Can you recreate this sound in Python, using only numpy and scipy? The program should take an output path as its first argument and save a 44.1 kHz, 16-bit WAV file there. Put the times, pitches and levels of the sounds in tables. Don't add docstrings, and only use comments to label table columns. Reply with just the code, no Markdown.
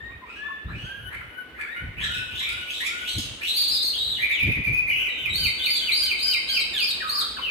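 import sys
import numpy as np
from scipy import signal
from scipy.fft import rfft, irfft, next_fast_len
from scipy.io import wavfile
from scipy.ndimage import uniform_filter1d, map_coordinates

SR = 44100
rng = np.random.default_rng(int(sys.argv[2]) if len(sys.argv) > 2 else 0)


def persist_wave(psi):
    counts = np.round(np.clip(psi, -1, 1) * 32767).astype(np.int16)
    wavfile.write(sys.argv[1], SR, np.atleast_2d(counts).T)


N = 330750
TIME = np.arange(N) / SR
PROGRESS = np.linspace(0, 1, 65)

# frequency_hz, gain_db
TOWN_SPECTRUM = [(25, -55), (55, 9), (110, -7.5), (220, -2), (340, -1.5), (500, -4), (800, -9),
                 (1400, -8.5), (3000, -12), (6000, -35), (15000, -35.5)]
# time_s, level_db
TOWN_SWELL = [(0, -48.5), (1.7, -47), (7.5, -43.5)]
# start_s, length_s, level_db
AIR_GUSTS = [(0, 0.18, -41.5), (0.642, 0.12, -28), (0.81, 0.039, -31.5), (0.962, 0.13, -36.5),
             (1.13, 0.16, -43.5), (1.799, 0.099, -32), (1.953, 0.29, -36), (2.322, 0.022, -31),
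             (2.416, 0.23, -44), (3.135, 0.045, -29), (3.228, 0.1, -35), (3.992, 0.25, -44.5),
             (4.416, 0.085, -24), (4.556, 0.056, -27.5), (4.658, 0.053, -22), (4.795, 0.18, -38),
             (5.192, 0.11, -39.5), (5.295, 0.19, -34.5)]
# frequency_hz, t60_s
YARD_DECAY = [(1000, 0.37), (2600, 1.18), (4800, 0.74), (8000, 0.89), (14000, 0.29)]
# frequency_hz, gain_db
DIRECT_EQ = [(5000, -5), (7000, -1), (9000, -1.5), (14000, -1)]
# frequency_hz, gain_db
SPREAD_EQ = [(5000, -0.5), (6500, 2), (9000, -3), (14000, -1)]
# time_s, gain_db
TREBLE_RIDE = [(0, -25), (1.1, 12), (1.8, 1.5), (2.3, 6.5), (2.7, 7.5), (3.25, 9), (3.6, 1.5), (4.6, -12.5),
               (5.4, 2.5), (6.1, 2), (6.6, 1), (7.5, 2.5)]
# frequency_hz, gain_db
HISS_SPECTRUM = [(3000, 3.5), (5300, 7.5), (8000, -18.5), (11000, 8.5), (15500, 9)]
# frequency_hz, gain_db
BEAK_EQ = [(5300, -1.5), (6000, -0.5), (7100, 2.5), (8300, 14.5), (9500, 8), (10800, 9.5), (12000, -2),
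           (13300, 9.5), (14300, -8.5), (15500, -23)]
# frequency_hz, gain_db
THROAT_EQ = [(4850, -3.5), (5250, -8), (5500, -19), (5800, -3), (6500, 0), (7200, -5)]
# start_s, length_s, from_hz, to_hz, level_db, octave_db, flutter_depth_hz
CHIRP_NOTES = [(0.093, 0.043, 1067, 1270, -51, 2, 25), (0.219, 0.022, 1050, 1004, -41, -8, 11),
               (0.264, 0.037, 1137, 1400, -43, -18, 21), (0.434, 0.027, 1130, 1354, -40.5, -9, 33),
               (0.486, 0.019, 1060, 1102, -36.5, -19, 12), (0.666, 0.033, 1826, 2030, -50, -2, 10),
               (1.082, 0.04, 1760, 2040, -46, -13, 35), (1.376, 0.012, 1506, 1512, -30, -24, 6.5),
               (1.548, 0.042, 1860, 2450, -43, -28, 47), (1.674, 0.059, 1630, 1920, -35.5, -14, 27),
               (4.321, 0.076, 3765, 2554, -28.5, -29, 67), (5.088, 0.17, 3860, 3366, -40, -31, 110),
               (5.295, 0.051, 3880, 3740, -30.5, -30, 53), (5.589, 0.051, 3400, 3700, -27, -36, 44),
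               (5.75, 0.0535, 3570, 3337, -27.5, -22.5, 31), (7.006, 0.033, 1865, 1310, -28.5, -43, 66),
               (7.03, 0.14, 1284, 1151, -31, -23, 27.5), (7.02, 0.25, 1683, 1628, -50, -29, 91),
               (7.191, 0.034, 1289, 1274, -30, -41.5, 88), (7.366, 0.025, 1538, 1098, -31, -7, 68),
               (7.417, 0.085, 3130, 2390, -27, -38, 64)]
# start_s, swell_s, fade_s, pitch_hz, scoop_share, level_db, octave_db
WHISTLE_NOTES = [(-.02, 0.021, 0.13, 1886, 0.08, -35.5, -15),
                 (0.359, 0.096, 0.12, 1753, 0.08, -31.5, -15.5),
                 (0.832, 0.057, 0.11, 1631, 0.14, -33.5, -12), (0.966, 0.11, 0.023, 1519, 0.12, -40, -2),
                 (1.273, 0.14, 0.019, 1491, 0.02, -37.5, -8), (1.739, 0.03, 0.084, 1530, 0.12, -34, -9),
                 (2.002, 0.13, 0.17, 1493, 0.36, -32, -10), (2.414, 0.15, 0.076, 1469, 0.3, -33.5, -11),
                 (2.823, 0.178, 0.057, 1470, 0.34, -32.5, -15)]
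# pitch_multiple, level_against_octave_db
WHISTLE_SHINE = [(4, -31.5), (6, -42), (7, -30.5), (9, -36)]
# start_s, length_s, rise_s, from_hz, top_hz, level_db, flutter_depth_hz, overtones_db
RASP_NOTES = [(0.268, .13, 0.18, 2454, 2850, -39.5, 174, -4),
              (0.687, 0.039, .04, 1150, 1608, -35.5, 219, -6),
              (.715, 0.18, 0.14, 2280, 3123, -38, 152, -5.5),
              (1.105, 0.11, 0.051, 1450, 1968, -35, 381, -5),
              (1.569, 0.08, .045, 1500, 1905, -31.5, 328, -4),
              (1.753, 0.02, 0.029, 2000, 2140, -29.5, 170, -13),
              (1.971, 0.055, 0.076, 2230, 3250, -28.5, 266, -14.5),
              (2.019, 0.13, 0.043, 3187, 3640, -29, 297, -7.5),
              (1.995, 0.096, .034, 1900, 1880, -31, 180, 2.5),
              (2.133, .07, 0.029, 2600, 2708, -32, 127, 3.5),
              (2.308, 0.077, 0.059, 2584, 3077, -31.5, 233, -8),
              (2.358, 0.086, 0.037, 3150, 3645, -26, 277, -9),
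              (2.399, 0.08, 0.064, 2002, 2344, -30, 163, -13),
              (2.48, 0.052, .03, 2250, 2512, -30.5, 170, 6.5),
              (2.571, 0.12, 0.071, 2550, 3000, -37, 149, -5),
              (2.673, 0.087, 0.06, 2513, 3106, -31.5, 230, -2.5),
              (2.714, 0.097, .033, 3255, 3860, -30.5, 268, -5),
              (2.805, 0.071, 0.052, 1902, 2384, -25, 152, 2.5),
              (2.839, .06, 0.036, 3100, 3420, -33.5, 280, 6.5),
              (2.974, 0.1, 0.047, 2800, 3200, -38, 219, -3), (3.043, 0.068, .05, 2543, 3326, -28, 295, -10),
              (3.07, 0.14, 0.031, 3400, 4170, -31.5, 229, -4.5),
              (3.166, 0.096, 0.021, 3050, 3154, -35, 202, 9.5),
              (3.41, 0.057, 0.076, 1950, 3200, -27.5, 286, -1),
              (3.454, 0.045, 0.037, 2900, 3694, -25, 378, -7.5)]
# pitch_multiple, level_db
RASP_PARTIALS = [(.5, -28), (1, 1), (1.5, -13.5), (2, -19.5), (2.5, -35), (3, -34), (3.5, -38), (4.5, -36)]
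# start_s, length_s, foot_hz, top_hz, level_db, flutter_depth_hz
WARBLE_NOTES = [(3.473, 0.054, 3700, 4050, -22.5, 148), (3.533, 0.12, 3888, 4626, -24, 128),
                (3.578, 0.015, 4590, 4690, -21.5, 50), (3.58, 0.079, 3500, 4050, -24.5, 300),
                (3.682, 0.091, 4270, 4980, -22, 76.5), (3.699, 0.045, 3950, 4170, -21.5, 110),
                (3.758, 0.0506, 3690, 3800, -21, 128), (3.825, 0.073, 4053, 4386, -23.5, 81),
                (3.934, 0.24, 2962, 3930, -23, 135), (4.184, 0.068, 1970, 2097, -23.5, 137),
                (4.218, 0.03, 2242, 2395, -17.5, 70), (4.297, 0.041, 2050, 2435, -18.5, 159),
                (4.398, 0.042, 2275, 2420, -17, 75.4), (4.471, 0.098, 2050, 2330, -23, 164),
                (4.638, 0.057, 2190, 2388, -20.5, 91), (4.726, 0.073, 2394, 2469, -20, 33.7),
                (4.874, 0.036, 2172, 2314, -18.5, 99.5), (4.896, 0.14, 2680, 2758, -22.5, 237)]
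# pitch_multiple, level_db
WARBLE_PARTIALS = [(1, 4), (2, -29), (3, -62)]
# start_s, time_to_mid_drop_s, from_hz, end_hz, level_db, accent_db
SLUR_NOTES = [(4.993, 0.069, 3100, 1953, -32.5, 8), (5.177, 0.078, 3098, 2028, -34, 14),
              (5.38, 0.076, 3156, 2070, -30, 9), (5.593, 0.07, 3094, 2060, -31.5, 11.5),
              (5.811, 0.076, 3090, 2078, -31, 11), (6.029, 0.08, 3170, 2090, -31.5, 11.5),
              (6.26, .081, 3138, 2090, -29, 8), (6.493, 0.076, 3230, 2140, -28, 8),
              (6.735, 0.069, 3703, 2407, -26.5, -1.5)]
# pitch_multiple, level_db
SLUR_PARTIALS = [(.5, -13.5), (1, 2.5), (2, -30), (2.5, -38)]
# start_s, length_s, top_hz, end_hz, roundness, level_db, crescendo_db, buzz_depth_hz
ARCH_NOTES = [(5.329, 0.15, 4636, 3686, 2.62, -23.5, 1, 50.6),
              (5.634, 0.14, 4637, 3750, 2.4, -22.5, -2.5, 60.5),
              (5.912, 0.15, 4830, 3610, 2.85, -21, -5.5, 40),
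              (6.185, 0.15, 4940, 3830, 2.77, -21.5, 0, 202), (6.475, .145, 4952, 3560, 2, -24, -2, 322),
              (6.77, 0.14, 4920, 3754, 1.88, -23.5, 1, 357),
              (7.075, .148, 4880, 3306, 2.17, -23.5, 2.5, 328)]
# pitch_multiple, level_db
OPEN_BEAK_PARTIALS = [(.5, -20.5), (1, 7), (1.5, -24), (2, -20.5), (2.5, -22), (3, -16.5)]

BUZZ_RATE_HZ, BUZZ_WANDER = 340, 0.139


def undb(db):
    return 10 ** (np.asarray(db) / 20)


def unit(x):
    return x / np.sqrt(np.mean(x ** 2))


def lowpass(x, hz, order=2):
    return signal.sosfilt(signal.butter(order, hz, fs=SR, output="sos"), x)


def wobble(hz, size):
    return unit(lowpass(rng.standard_normal(size + SR // 10), hz))[-size:]


def shaped(x, points):
    hz, db = np.transpose(points)
    size = next_fast_len(N + SR // 10)
    bins = np.maximum(np.arange(size // 2 + 1) * SR / size, 1)
    return irfft(rfft(x, size) * undb(np.interp(np.log(bins), np.log(hz), db)), size)[:N]


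def coloured(points):
    return unit(shaped(rng.standard_normal(N), points))


def delayed(x, lag_s):
    return map_coordinates(x, [np.arange(N) - lag_s * SR], order=3)


def town():
    mid, side = coloured(TOWN_SPECTRUM), coloured(TOWN_SPECTRUM)
    side = side - 0.72 * lowpass(side, 1000, order=1)
    level_db = np.interp(TIME, *np.transpose(TOWN_SWELL)) + 0.96 * wobble(21, N)
    return undb(level_db - 3) * np.array([mid + side, mid - side])


def gust(start, length, db, attack_s=0.024, release_s=0.035):
    attack = np.clip((TIME - start) / attack_s, 0, 1)
    release = np.exp(-np.maximum(TIME - start - length, 0) / release_s)
    return undb(db) * attack * release


def puffs(eddy_hz=10.2, eddy_db=2.5):
    force = sum(gust(*row) for row in AIR_GUSTS) * undb(eddy_db * wobble(eddy_hz, N))
    thump_eq = [(20, -57), (40, 0), (60, 5), (110, 1.5), (200, -10), (400, -63), (1000, -74), (4000, -92)]
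    flap_eq = [(40, -65), (130, 6), (250, 2), (450, -10), (900, -32), (4000, -72)]
    flap_gain = undb(-2.5) * np.sqrt(force / force.max())
    mid = force * (coloured(thump_eq) + flap_gain * coloured(flap_eq))
    side = undb(-11.5) * force * coloured(thump_eq)
    return undb(-6) * np.array([mid + side, mid - side])


def yard_response(build_s=0.0009, early_db=1, early_s=0.018):
    t = TIME[:SR]
    noise = rfft(rng.standard_normal(SR))
    log_hz = np.log(np.maximum(np.arange(SR // 2 + 1), 1))
    band_hz, t60_s = np.transpose(YARD_DECAY)
    tail = np.zeros(SR)
    for weights, decay_s in zip(np.eye(len(band_hz)), t60_s):
        band = irfft(noise * np.interp(log_hz, np.log(band_hz), weights), SR)
        tail += band * np.exp(-np.log(1000) * t / decay_s)
    tail *= (1 - np.exp(-t / build_s)) * (1 + undb(early_db) * np.exp(-t / early_s))
    return tail / np.sqrt(np.sum(tail ** 2))


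def in_yard(song, reverb, direct_db, bounce_db, wet_db):
    treble = shaped(song, [(7000, -63), (9000, -8), (11500, -3)])
    treble_gain = undb(np.interp(TIME, *np.transpose(TREBLE_RIDE)))
    song = song + (treble_gain - 1) * treble
    beam, spread = shaped(song, DIRECT_EQ), shaped(song, SPREAD_EQ)
    direct = np.array([delayed(beam, lag_s=0.000295), beam])
    bounce = delayed(spread, lag_s=0.0037)
    slap = undb(-21.5) * delayed(spread, lag_s=0.04)
    tail = signal.fftconvolve(spread[None], reverb, axes=1)[:, :N]
    return undb(direct_db) * direct + undb(bounce_db) * bounce + undb(wet_db) * (tail + slap)


def through_beak(song, hiss_db):
    envelope = np.sqrt(np.abs(uniform_filter1d(song ** 2, size=256)))
    hiss = undb(hiss_db) * envelope * coloured(HISS_SPECTRUM)
    return shaped(song + hiss, BEAK_EQ)


def syrinx(rows, tones, flutter_hz, rate_hz, shimmer_db, edge_s, buzz_hz=0):
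    s, hz, db = np.transpose(rows)[:3]
    sounding = (TIME > s[0] - edge_s) & (TIME < s[-1] + edge_s)
    t = TIME[sounding]

    def along(values):
        return np.interp(t, s, values * np.ones(len(s)))

    flutter = along(flutter_hz) * np.sqrt(2) * np.tanh(wobble(rate_hz, len(t)))
    buzz_rate_hz = BUZZ_RATE_HZ * (1 + BUZZ_WANDER * wobble(rate_hz, len(t)))
    buzz = along(buzz_hz) * np.sin(2 * np.pi * np.cumsum(buzz_rate_hz) / SR)
    phase = 2 * np.pi * np.cumsum(along(hz) + flutter + buzz) / SR
    valve = np.sin(np.pi / 2 * np.clip(np.minimum(t - t[0], t[-1] - t) / edge_s, 0, 1)) ** 2
    strength = undb(along(db)) * unit(undb(shimmer_db * wobble(rate_hz / 2, len(t))))
    tension = (along(hz) / np.mean(hz)) ** 0.94
    out = np.zeros(N)
    for multiple, tone_db in tones:
        gain = undb(along(tone_db)) * (tension if multiple > 1 else 1)
        out[sounding] += np.sqrt(2) * valve * strength * gain * np.sin(multiple * phase)
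    return out


def chirps():
    song = np.zeros(N)
    for start, length, from_hz, to_hz, db, octave_db, flutter_hz in CHIRP_NOTES:
        contour = [(start, from_hz, db), (start + length, to_hz, db)]
        partials = [(1, 0.75), (2, octave_db)]
        song += syrinx(contour, partials, flutter_hz, rate_hz=170, shimmer_db=2.5, edge_s=0.0088)
    return through_beak(song, hiss_db=-32.5)


def whistles(scoop_s=0.045):
    song = np.zeros(N)
    for start, swell_s, fade_s, hz, scoop, db, octave_db in WHISTLE_NOTES:
        t = PROGRESS * (swell_s + fade_s)
        swell_db = np.interp(t, [0, swell_s, t[-1]], [-14, 0, -6])
        flat = scoop * np.exp(-t / scoop_s)
        contour = np.column_stack([start + t, hz * (1 - flat), db + swell_db - flat])
        partials = [(1, 0.31), (2, octave_db)] + [(k, octave_db + shine) for k, shine in WHISTLE_SHINE]
        song += syrinx(contour, partials, flutter_hz=12.9, rate_hz=59, shimmer_db=2, edge_s=0.0063)
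    return through_beak(song, hiss_db=-41)


def rasps(attack_s=0.016, fade_db_per_s=31.5, sag_per_s=1.1, opening_db_per_s=4.5):
    song = np.zeros(N)
    for start, length, rise_s, from_hz, top_hz, db, flutter_hz, overtones_db in RASP_NOTES:
        t = PROGRESS * length
        climb_hz = from_hz + (top_hz - from_hz) * np.sin(np.pi / 2 * np.minimum(t / rise_s, 1))
        sag = 1 - sag_per_s * np.maximum(t - rise_s, 0)
        push_db = np.interp(t, [0, attack_s], [-5, 0]) - fade_db_per_s * np.maximum(t - attack_s, 0)
        contour = np.column_stack([start + t, climb_hz * sag, db + push_db])
        partials = [(k, level + (k > 1) * overtones_db) for k, level in RASP_PARTIALS]
        song += syrinx(contour, partials, flutter_hz, rate_hz=225, shimmer_db=6, edge_s=0.009)
    opening_db = opening_db_per_s * (np.clip(TIME, 1, 3.3) - 4.7)
    return through_beak(song, hiss_db=-20 + opening_db)


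def arch_contour(start, length, foot_hz, top_hz, end_hz, roundness, db, edge_db):
    slack = np.abs(2 * PROGRESS - 1) ** roundness
    base_hz = np.where(PROGRESS < 0.5, foot_hz, end_hz)
    pitch_hz = top_hz + (base_hz - top_hz) * slack
    return np.column_stack([start + length * PROGRESS, pitch_hz, db + edge_db * slack])


def warbles(open_beak_hz=4250):
    song = np.zeros(N)
    for start, length, foot_hz, top_hz, db, flutter_hz in WARBLE_NOTES:
        contour = arch_contour(start, length, foot_hz, top_hz, foot_hz, roundness=2.7, db=db, edge_db=-2)
        partials = OPEN_BEAK_PARTIALS if top_hz > open_beak_hz else WARBLE_PARTIALS
        song += syrinx(contour, partials, flutter_hz, rate_hz=153, shimmer_db=3.5, edge_s=0.008)
    return shaped(through_beak(song, hiss_db=-20.5), THROAT_EQ)


def slurs(knee_hz=3030, bend_s=0.00718, hook_s=0.032, accent_lag_s=0.005, accent_width_s=0.0079):
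    song = np.zeros(N)
    for start, drop_s, from_hz, end_hz, db, accent_db in SLUR_NOTES:
        t = PROGRESS * (drop_s + hook_s)
        held_hz = np.interp(t, [0, drop_s - 2 * bend_s], [from_hz, knee_hz])
        dropped = (1 + np.tanh((t - drop_s) / (2 * bend_s))) / 2
        pitch_hz = held_hz + (end_hz - held_hz) * dropped
        body_db = np.interp(t, [0, drop_s / 2, drop_s, t[-1]], [-0.5, 0, 0, -1.5])
        accent = np.exp(-((t - drop_s - accent_lag_s) / accent_width_s) ** 2)
        contour = np.column_stack([start + t, pitch_hz, db + body_db + accent_db * accent])
        song += syrinx(contour, SLUR_PARTIALS, flutter_hz=9, rate_hz=176, shimmer_db=2, edge_s=0.0095)
    throat = signal.butter(8, 1330, "high", fs=SR, output="sos")
    return through_beak(signal.sosfilt(throat, song), hiss_db=-26)


def arches(foot_hz=3704, press_db=3, buzz_dull_db=-5):
    ramp = PROGRESS - 0.5
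    falling = np.clip(10 * (PROGRESS - 0.64), 0, 1)
    crest = np.exp(-((PROGRESS - 0.59) / 0.15) ** 4)
    song = np.zeros(N)
    for start, length, top_hz, end_hz, roundness, db, crescendo_db, buzz_hz in ARCH_NOTES:
        level_db = db + crescendo_db * ramp
        contour = arch_contour(start, length, foot_hz, top_hz, end_hz, roundness, level_db, edge_db=-3.5)
        overtones_db = (press_db - crescendo_db) * ramp + buzz_dull_db * crest * buzz_hz / BUZZ_RATE_HZ
        partials = [(k, level + (k > 1) * overtones_db) for k, level in OPEN_BEAK_PARTIALS]
        song += syrinx(contour, partials, flutter_hz=10 + 60 * falling, rate_hz=160, shimmer_db=4,
                       edge_s=0.0086, buzz_hz=buzz_hz * crest)
    return shaped(through_beak(song, hiss_db=-45), THROAT_EQ)


def scene():
    reverb = np.array([yard_response(), yard_response()])
    song = (in_yard(whistles(), reverb, direct_db=-2, bounce_db=-5.5, wet_db=-1.5)
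            + in_yard(chirps(), reverb, direct_db=-5, bounce_db=-6, wet_db=0)
            + in_yard(rasps(), reverb, direct_db=-4, bounce_db=-13, wet_db=-0.5)
            + in_yard(warbles(), reverb, direct_db=-5.5, bounce_db=-12.5, wet_db=-2.5)
            + in_yard(arches(), reverb, direct_db=-6.5, bounce_db=-12, wet_db=-3)
            + in_yard(slurs(), reverb, direct_db=-5.5, bounce_db=-4, wet_db=0.5))
    return song + puffs() + town()


def record(dry):
    low_cut = signal.butter(2, 32, "high", fs=SR, output="sos")
    high_cut = signal.ellip(8, 0.2, 70, 15700, fs=SR, output="sos")
    return signal.sosfilt(high_cut, signal.sosfilt(low_cut, dry))


dry = scene()
out = record(dry)
persist_wave(out)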